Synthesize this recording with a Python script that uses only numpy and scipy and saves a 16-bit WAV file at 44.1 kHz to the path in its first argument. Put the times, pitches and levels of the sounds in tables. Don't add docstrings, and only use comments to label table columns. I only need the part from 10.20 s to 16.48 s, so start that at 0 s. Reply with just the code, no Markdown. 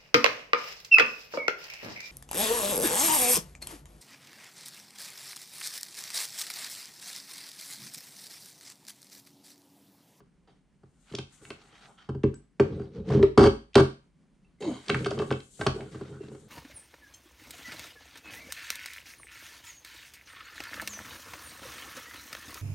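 import sys
import numpy as np
from scipy import signal
from scipy.fft import rfft, irfft, next_fast_len
from scipy.io import wavfile

SR = 44100
rng = np.random.default_rng(int(sys.argv[2]) if len(sys.argv) > 2 else 0)


def wav_record(signal):
    frames = np.transpose(np.atleast_2d(signal))
    bounded = np.clip(frames, -1, 1)
    quanta = np.round(bounded * 32767).astype(np.int16)
    wavfile.write(sys.argv[1], SR, quanta)


N = 277080

# frequency in Hz, relative level in dB, free 60 dB decay time in seconds.
PRESS_MODES = [(53.6, -9.5, 0.35), (89, -10, 0.15), (135.9, -3, 0.2), (219.3, -3, 0.076),
               (273.3, -12.5, 0.089), (319.7, -7, 0.079), (387.7, -6.5, 0.11), (410.3, 1.5, 0.049),
               (554.4, -15, 0.063), (749, 6, 0.018), (860, -17, 0.15), (1108, -12.5, 0.064),
               (1433, 5.5, 0.021), (1563, -1, 0.067), (2229, -12.5, 0.11), (2664, -11.5, 0.11),
               (3135, -2.5, 0.033), (3796, -6.5, 0.017), (4376, -11, 0.07), (4640, -7.5, 0.043),
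               (5600, -10.5, 0.016), (6350, -16.5, 0.034), (8425, -13.5, 0.005)]
# time in seconds, mean pitch in Hz, level in dB before its flutter.
GROAN_COURSE = [(4.405, 430.7, -36), (4.45, 382.8, -30.5), (4.525, 228, -29.5), (4.57, 206, -59)]


def from_db(db):
    return 10 ** (np.asarray(db) / 20)


def rms_one(x):
    return x / np.sqrt(np.mean(x ** 2) + 1e-20)


def in_time(rows):
    s, *columns = np.transpose(rows)
    return [np.interp(np.arange(N) / SR, s, c) for c in columns]


def at_hz(hz_points, values, hz):
    return np.interp(np.log(hz), np.log(hz_points), values)


def drift(rate_hz):
    r = np.exp(-80 * np.pi * rate_hz / SR)
    white = rng.standard_normal(N // 40 + 2002)
    slow = signal.lfilter([1], [1, -2 * r, r * r], white)[2000:]
    return np.interp(np.arange(N) / 40, np.arange(len(slow)), rms_one(slow))


def ring(force, hz, t60):
    r = from_db(-60 / (max(t60, .003) * SR))
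    w = 2 * np.pi * hz / SR
    return signal.lfilter([0, np.sin(w)], [1, -2 * r * np.cos(w), r * r], force + 1e-18)


def coloured(spectrum, patchy_db, alike):
    out, together = 0, drift(6)
    edges = 25 * 2 ** np.arange(0, 9.6, .5)
    white = rng.standard_normal((2, 2, N))
    hz, db = np.transpose(spectrum)
    alike = np.clip(alike, 0, 1)
    for k, (low, high) in enumerate(zip(edges, edges[1:])):
        if hz[0] < high and low < hz[-1]:
            band = signal.butter(2, [low, high], "band", fs=SR, output="sos")
            mid, side = signal.sosfilt(band, white[k % 2])
            flicker_db = patchy_db * (together + .6 * drift(20))
            gain = from_db(at_hz(hz, db, np.sqrt(low * high)) + flicker_db)
            stereo = np.sqrt(1 + alike) * mid + np.sqrt(1 - alike) * side * [[1], [-1]]
            out = out + gain * stereo
    return rms_one(out)


def spells(rows, fall_db_per_s):
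    swell_db = 30
    start, length, swell, *levels = np.transpose(rows)[:, :, None]
    t = np.arange(0, N + 64, 64) / SR
    before = swell_db / swell * np.maximum(start - t, 0)
    after = fall_db_per_s * np.maximum(t - start - length, 0)
    loss = before + after
    return [np.interp(np.arange(N) / SR, t, np.max(db - loss, axis=0)) for db in levels]


def all_jolts():
    # start in seconds, level in dB, bench share in dB, hardness in dB.
    knocks = [(0.002, -49, -5, 4.5), (0.632, -48, 3.5, -4.5), (0.912, -41.5, 7, -9), (0.936, -28, -2.5, -5),
              (0.983, -29.5, 0.5, -1), (1.304, -31.5, -13, 3), (1.889, -23, 1.5, -6.5),
              (1.947, -29, 5.5, -12.5), (2.036, -5.5, -7.5, -24), (2.397, -5.5, -9.5, -9),
              (2.523, -49.5, 29, 7), (2.595, -23, -4, -18), (3.028, -3, -30.5, -15.5),
              (4.693, -16.5, -12, 6), (4.746, -22, 1.5, 4), (4.792, -37, -6, -12), (4.858, -18, -15, 4),
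              (4.911, -20.5, -21, -1), (4.975, -23.5, -14, -8), (4.996, -18.5, -28, -5),
              (5.017, -17, -35, -6.5), (5.11, -13, -9.5, -4.5), (5.392, -34.5, 8, 1),
              (5.411, -23.5, -7, 7.5), (5.464, -16.5, 0, 11), (5.557, -23, -28, -36), (5.615, -36, 4, -11),
              (5.745, -31, -4, -7), (5.809, -28.5, -9.5, -8), (6.003, -27.5, -23, -40),
              (6.032, -35.5, -1, -14), (6.081, -31.5, -19, -24), (6.114, -31, -12, -21.5),
              (6.147, -33, -26.5, -10)]
    # start in seconds, length in seconds,
    # level in dB before breakaway and unevenness, bench share in dB, hardness in dB, steel over hardness in dB.
    slips = [(2.902, 0.06, -23, -3.5, -10, -21), (2.991, 0.037, -20.5, 0.5, -25, -12),
             (3.175, .09, -10, -5, -2, -7.5), (3.553, 0.046, -10.5, -7.5, 1, -11.5)]
    judder_s, judder_spread_db = .0078, 2
    breakaway_db = 8.5
    knock_steel_db = -11
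    rows = [(s, db, bench, hard, hard + knock_steel_db) for s, db, bench, hard in knocks]
    chance = rng.standard_normal((len(slips), 16, 2))
    for (s, length, db, bench, hard, steel), luck in zip(slips, chance):
        rows.append((s, db + breakaway_db, bench, hard, hard + steel))
        for k, (late, loud) in enumerate(luck, start=1):
            left = np.clip(1 + length / judder_s - k, 1e-4, 1)
            jolt_s = s + judder_s * (k + .1 * late)
            jolt_db = db + judder_spread_db * loud + 20 * np.log10(left)
            rows.append((jolt_s, jolt_db, bench, hard, hard + steel))
    return rows


def jolts(rumble_db, rub_db):
    zones_hz = [140, 400, 1200, 2600, 4700, 8400]
    steel_edge_db, steel_top_db = -14, -7
    swing_s, scratch_s = .0038, .0042
    load_damping = .25
    rubbed_t60_s = .012
    t, rows = np.arange(int(.04 * SR)) / SR, all_jolts()
    swing = t * np.exp(-t / swing_s)
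    scratch = rng.standard_normal((len(rows), len(t))) * np.sqrt(t) * np.exp(-t / scratch_s)
    scratch = scratch / np.sqrt(np.sum(scratch ** 2, axis=1, keepdims=True))
    phases = rng.uniform(0, 2 * np.pi, (len(rows), len(PRESS_MODES), 1))
    teeth = from_db(rumble_db - 27 + 3 * drift(20)) * rng.standard_normal(N)
    rubbing = from_db(rub_db - 25) * rng.standard_normal(N)
    out = np.zeros(N)
    for k, (hz, mode_db, t60) in enumerate(PRESS_MODES):
        gain = (-1) ** k * from_db(mode_db)
        force = np.zeros(N + len(t))
        heavy = hz < 600
        if heavy:
            pushes = 2 * swing / swing.sum() * np.sin(2 * np.pi * hz * t + phases[:, k])
        else:
            pushes = scratch
        for (s, db, bench, block, steel), push in zip(rows, pushes):
            i = round(s * SR)
            zones_db = [bench, 0, block, block + steel_edge_db, steel, block + steel_top_db]
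            force[i:i + len(t)] += from_db(db + at_hz(zones_hz, zones_db, hz)) * push
        if heavy:
            out += gain * ring(force[:N] + teeth, hz, t60)
        else:
            wander = from_db(5 * drift(8))
            sung = wander * ring(rubbing, hz, rubbed_t60_s)
            out += gain * (ring(force[:N], hz, t60 * load_damping) + sung)
    return out


def ticks():
    # start in seconds, relative level in dB, centre frequency in Hz.
    contacts = [(0.9241, -46, 3000), (0.9508, -30.5, 4000), (0.986, -29.5, 3250), (1.2518, -41.5, 2130),
                (1.3037, -32, 2680), (1.7862, -55.5, 1500), (1.821, -58, 3150), (2.0343, -34, 2180),
                (2.1403, -53.5, 1740), (2.1426, -54.5, 7000), (2.398, -24, 1880), (3.028, -28, 2420),
                (3.2684, -28, 2140), (3.533, -55, 3200), (3.544, -36, 3200), (3.5552, -15, 3280),
                (4.4235, -38, 2570), (4.6626, -52.5, 6100), (4.6833, -30.5, 3370), (4.6995, -18.5, 2300),
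                (4.7449, -21, 1950), (4.846, -27.5, 2440), (4.8675, -38, 4000), (4.9078, -36.5, 3770),
                (4.9895, -31, 2770), (5.018, -54, 4300), (5.1059, -28, 1930), (5.1242, -30, 2580),
                (5.175, -50, 3030), (5.2033, -45.5, 3150), (5.411, -26.5, 2010), (5.467, -24.5, 3550),
                (5.6067, -39, 2140)]
    crack_s, below, above = .003, 1.6, 1.4
    t, out = np.arange(int(.2 * SR)) / SR, np.zeros(N + SR)
    hz, mode_db, t60 = np.array(PRESS_MODES).T[:, :, None]
    chance = rng.standard_normal((len(contacts), len(PRESS_MODES), 1))
    grit = rng.standard_normal((len(contacts), len(t)))
    for (s, db, centre_hz), luck, rough in zip(contacts, chance, grit):
        near_db = -45 * np.log2(hz / centre_hz) ** 2 + 2 * luck
        modes = from_db(mode_db + near_db - 60 * t / t60) * np.sin(2 * np.pi * hz * t)
        band = signal.butter(2, [centre_hz / below, centre_hz * above], "band", fs=SR, output="sos")
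        crack = signal.sosfilt(band, rough) * np.exp(-t / crack_s)
        i = round(s * SR)
        out[i:i + len(t)] += from_db(db) * (0.73 * modes.sum(axis=0) + 3.12 * crack)
    return out[:N]


def groan():
    hz, db = in_time(GROAN_COURSE)
    start, end = GROAN_COURSE[0][0], GROAN_COURSE[-1][0]
    on = np.interp(np.arange(N) / SR, [start, start + .01, end - .01, end], [0, 1, 1, 0])
    phase = 2 * np.pi * np.cumsum(hz * (1 + .05 * drift(40))) / SR
    tone = np.sin(phase) + 0.1 * np.sin(2 * phase)
    band = signal.butter(4, [130, 650], "band", fs=SR, output="sos")
    rough = rms_one(signal.sosfilt(band, rng.standard_normal(N)))
    return on * from_db(db) * (from_db(5.1 * drift(53)) * tone + 0.39 * rough)


def screech():
    # centre frequency in Hz, level in dB before flicker and fade.
    bands = [(1040, -57.5), (1610, -70), (2170, -57.5), (3130, -59), (3850, -60), (4350, -63.5),
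             (6610, -62)]
    ring_t60_s, fade_db_per_s = 0.013, 173
    t = np.arange(N) / SR
    grit = rng.standard_normal(N) * from_db(4 * drift(150))
    fade_from = GROAN_COURSE[-1][0] - .02
    on = (t > GROAN_COURSE[0][0]) * from_db(-fade_db_per_s * np.maximum(t - fade_from, 0))
    out = np.zeros(N)
    for hz, db in bands:
        out += from_db(db + 3 * drift(25)) * rms_one(ring(grit, hz, ring_t60_s))
    return on * out


def clinks():
    # start in seconds, pitch in Hz, initial level in dB before the buzz.
    taps = [(2.148, 7800, -56), (4.247, 2676, -65), (4.387, 2100, -70.5)]
    t60_s, rattle_db = .09, 6
    t, out = np.arange(int(.25 * SR)) / SR, np.zeros(N)
    for s, hz, db in taps:
        i = round(s * SR)
        out[i:i + len(t)] += from_db(db - 60 * t / t60_s) * np.sin(2 * np.pi * hz * t)
    return out * from_db(rattle_db * drift(90))


def squeals():
    # start in seconds, length in seconds, first pitch in Hz, last pitch in Hz,
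    # level at mid-length in dB before flutter.
    glides = [(5.56, .17, 8300, 7100, -74), (5.84, .07, 5450, 5450, -73), (5.82, .12, 3750, 3650, -69),
              (5.98, .12, 2750, 2700, -69)]
    wobble = .003 * drift(120)
    flutter_db = 4 * drift(60)
    out = np.zeros(N)
    for s, length, from_hz, to_hz, db in glides:
        along, i = np.linspace(0, 1, round(length * SR)), round(s * SR)
        hz = (from_hz + (to_hz - from_hz) * along) * (1 + wobble[i:i + len(along)])
        tone = np.sin(2 * np.pi * np.cumsum(hz) / SR)
        out[i:i + len(along)] += from_db(db) * np.sin(np.pi * along) * tone
    return out * from_db(flutter_db)


def stroke_levels():
    # start in seconds, length in seconds, swell before the start in seconds,
    # relative gear rumble in dB, rubbing level in dB.
    strokes = [(.275, 0.018, 0.0054, -64.5, -63.5), (.91, .08, 0.16, -81, -62.5),
               (1.11, 0.095, .03, -85, -71), (1.22, 0.062, 0.035, -51, -64.5), (1.33, .38, .05, -64, -64.5),
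               (1.78, .05, .02, -79, -61.5), (2.45, 0.19, 0.034, -35, -62.5),
               (2.76, 0.023, 0.092, -31, -61), (2.905, 0.07, 0.091, -24, -50.5),
               (4.407, 0.14, 0.006, -47, -57), (4.56, 0.19, .03, -64, -60), (4.68, .44, 0.029, -32, -56.5),
               (5.4, .28, 0.047, -42.5, -59.5), (5.72, .24, .03, -42.5, -59.5),
               (6.0, 0.15, .03, -50.5, -65), (6.2, .1, 0.036, -55.5, -71.5)]
    return spells(strokes, fall_db_per_s=257)


def rubbed_surfaces(rub_db):
    # frequency in Hz, relative density in dB per Hz.
    rub_spectrum = [(400, -23.5), (600, -10), (1400, 1.5), (2000, -0.5), (3000, -4.5), (5000, -6),
                    (7500, -30.5), (9500, -36.5)]
    gritty_db = rub_db + 2.5 * drift(150)
    return from_db(gritty_db) * coloured(rub_spectrum, patchy_db=3, alike=.7)


def rustling():
    # start in seconds, length in seconds, swell before the start in seconds,
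    # rustle level in dB before the left-right balance.
    rustle_spells = [(.92, 0.019, .35, -66), (1.13, 0.045, .07, -62), (1.23, 0.077, .07, -60.5),
                     (1.42, 0.33, .1, -73), (4.405, 1, .005, -63), (5.34, 0.12, .2, -56),
                     (5.45, 0.3, .1, -67), (5.7, 0.82, .1, -69.5), (6.13, 0.14, .1, -66)]
    # frequency in Hz, relative density in dB per Hz.
    rustle_spectrum = [(2060, -58), (3500, 6.5), (5900, -10), (8740, 23), (9420, -3), (10800, -48.5),
                       (14400, -6), (15500, -54)]
    rustle_db, = spells(rustle_spells, fall_db_per_s=192)
    rustle = coloured(rustle_spectrum, patchy_db=2.0, alike=0.46)
    return from_db(rustle_db) * rustle * from_db([[3], [-3]])


def workshop(x):
    bass_t60_s, treble_t60_s = 0.28, 0.32
    wide_from_hz, bass_apart = 465, .05
    size = next_fast_len(N + SR)
    hz = np.arange(size // 2 + 1) / size * SR
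    t60 = np.interp(hz, [500, 2500], [bass_t60_s, treble_t60_s])
    lags = np.round(np.geomspace(.011, .043, 16) * SR) / SR
    loops = [from_db(-60 * lag / t60) * np.exp(-2j * np.pi * hz * lag) for lag in lags]
    left, right = [sum((-1) ** k * g / (1 - g) for k, g in enumerate(loops[c::2])) for c in (0, 1)]
    apart = bass_apart + 1 / (1 + (wide_from_hz / (hz + 1)) ** 4)
    mid, side = (left + right) / 2, apart * (left - right) / 2 * 1.2
    return irfft(rfft(x, size) * np.array([mid + side, mid - side]), size)[:, :N]


def room_hum():
    # frequency in Hz, relative density in dB per Hz.
    hum_spectrum = [(15, -30), (48, -7.5), (115, -28.5), (169, -9), (541, -31.5), (2070, -37.5),
                    (3380, -43.5), (12000, -48), (15600, -76.5), (22000, -120)]
    return from_db(-65) * coloured(hum_spectrum, patchy_db=1.2, alike=.8)


def whine():
    hz, level_db = 9050, -96
    return from_db(level_db + 3 * drift(9)) * np.sin(2 * np.pi * hz * np.arange(N) / SR)


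def scene():
    left_treble_hz, left_share = 6370, 0.54
    room_db = -14
    bass_edge_hz, top_edge_hz, top_db = 90.3, 11000, -24.5
    rumble_db, rub_db = stroke_levels()
    press = jolts(rumble_db, rub_db) + ticks() + groan() + screech() + clinks() + squeals()
    treble = signal.sosfilt(signal.butter(2, left_treble_hz, "high", fs=SR, output="sos"), press)
    near = press + left_share * treble * [[1], [-1]] + from_db(room_db) * workshop(press)
    near = signal.sosfilt(signal.butter(3, bass_edge_hz, "high", fs=SR, output="sos"), near)
    near = near + room_hum()
    below_top = signal.sosfilt(signal.cheby2(10, 40, top_edge_hz, fs=SR, output="sos"), near)
    rolled_off = below_top + from_db(top_db) * (near - below_top)
    return rolled_off + rubbed_surfaces(rub_db) + rustling() + whine()


def record(dry):
    rounded = 0.76 * np.tanh(dry / 0.77)
    return signal.sosfilt(signal.cheby2(12, 70, 15800, fs=SR, output="sos"), rounded)


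dry = scene()
out = record(dry)
wav_record(out)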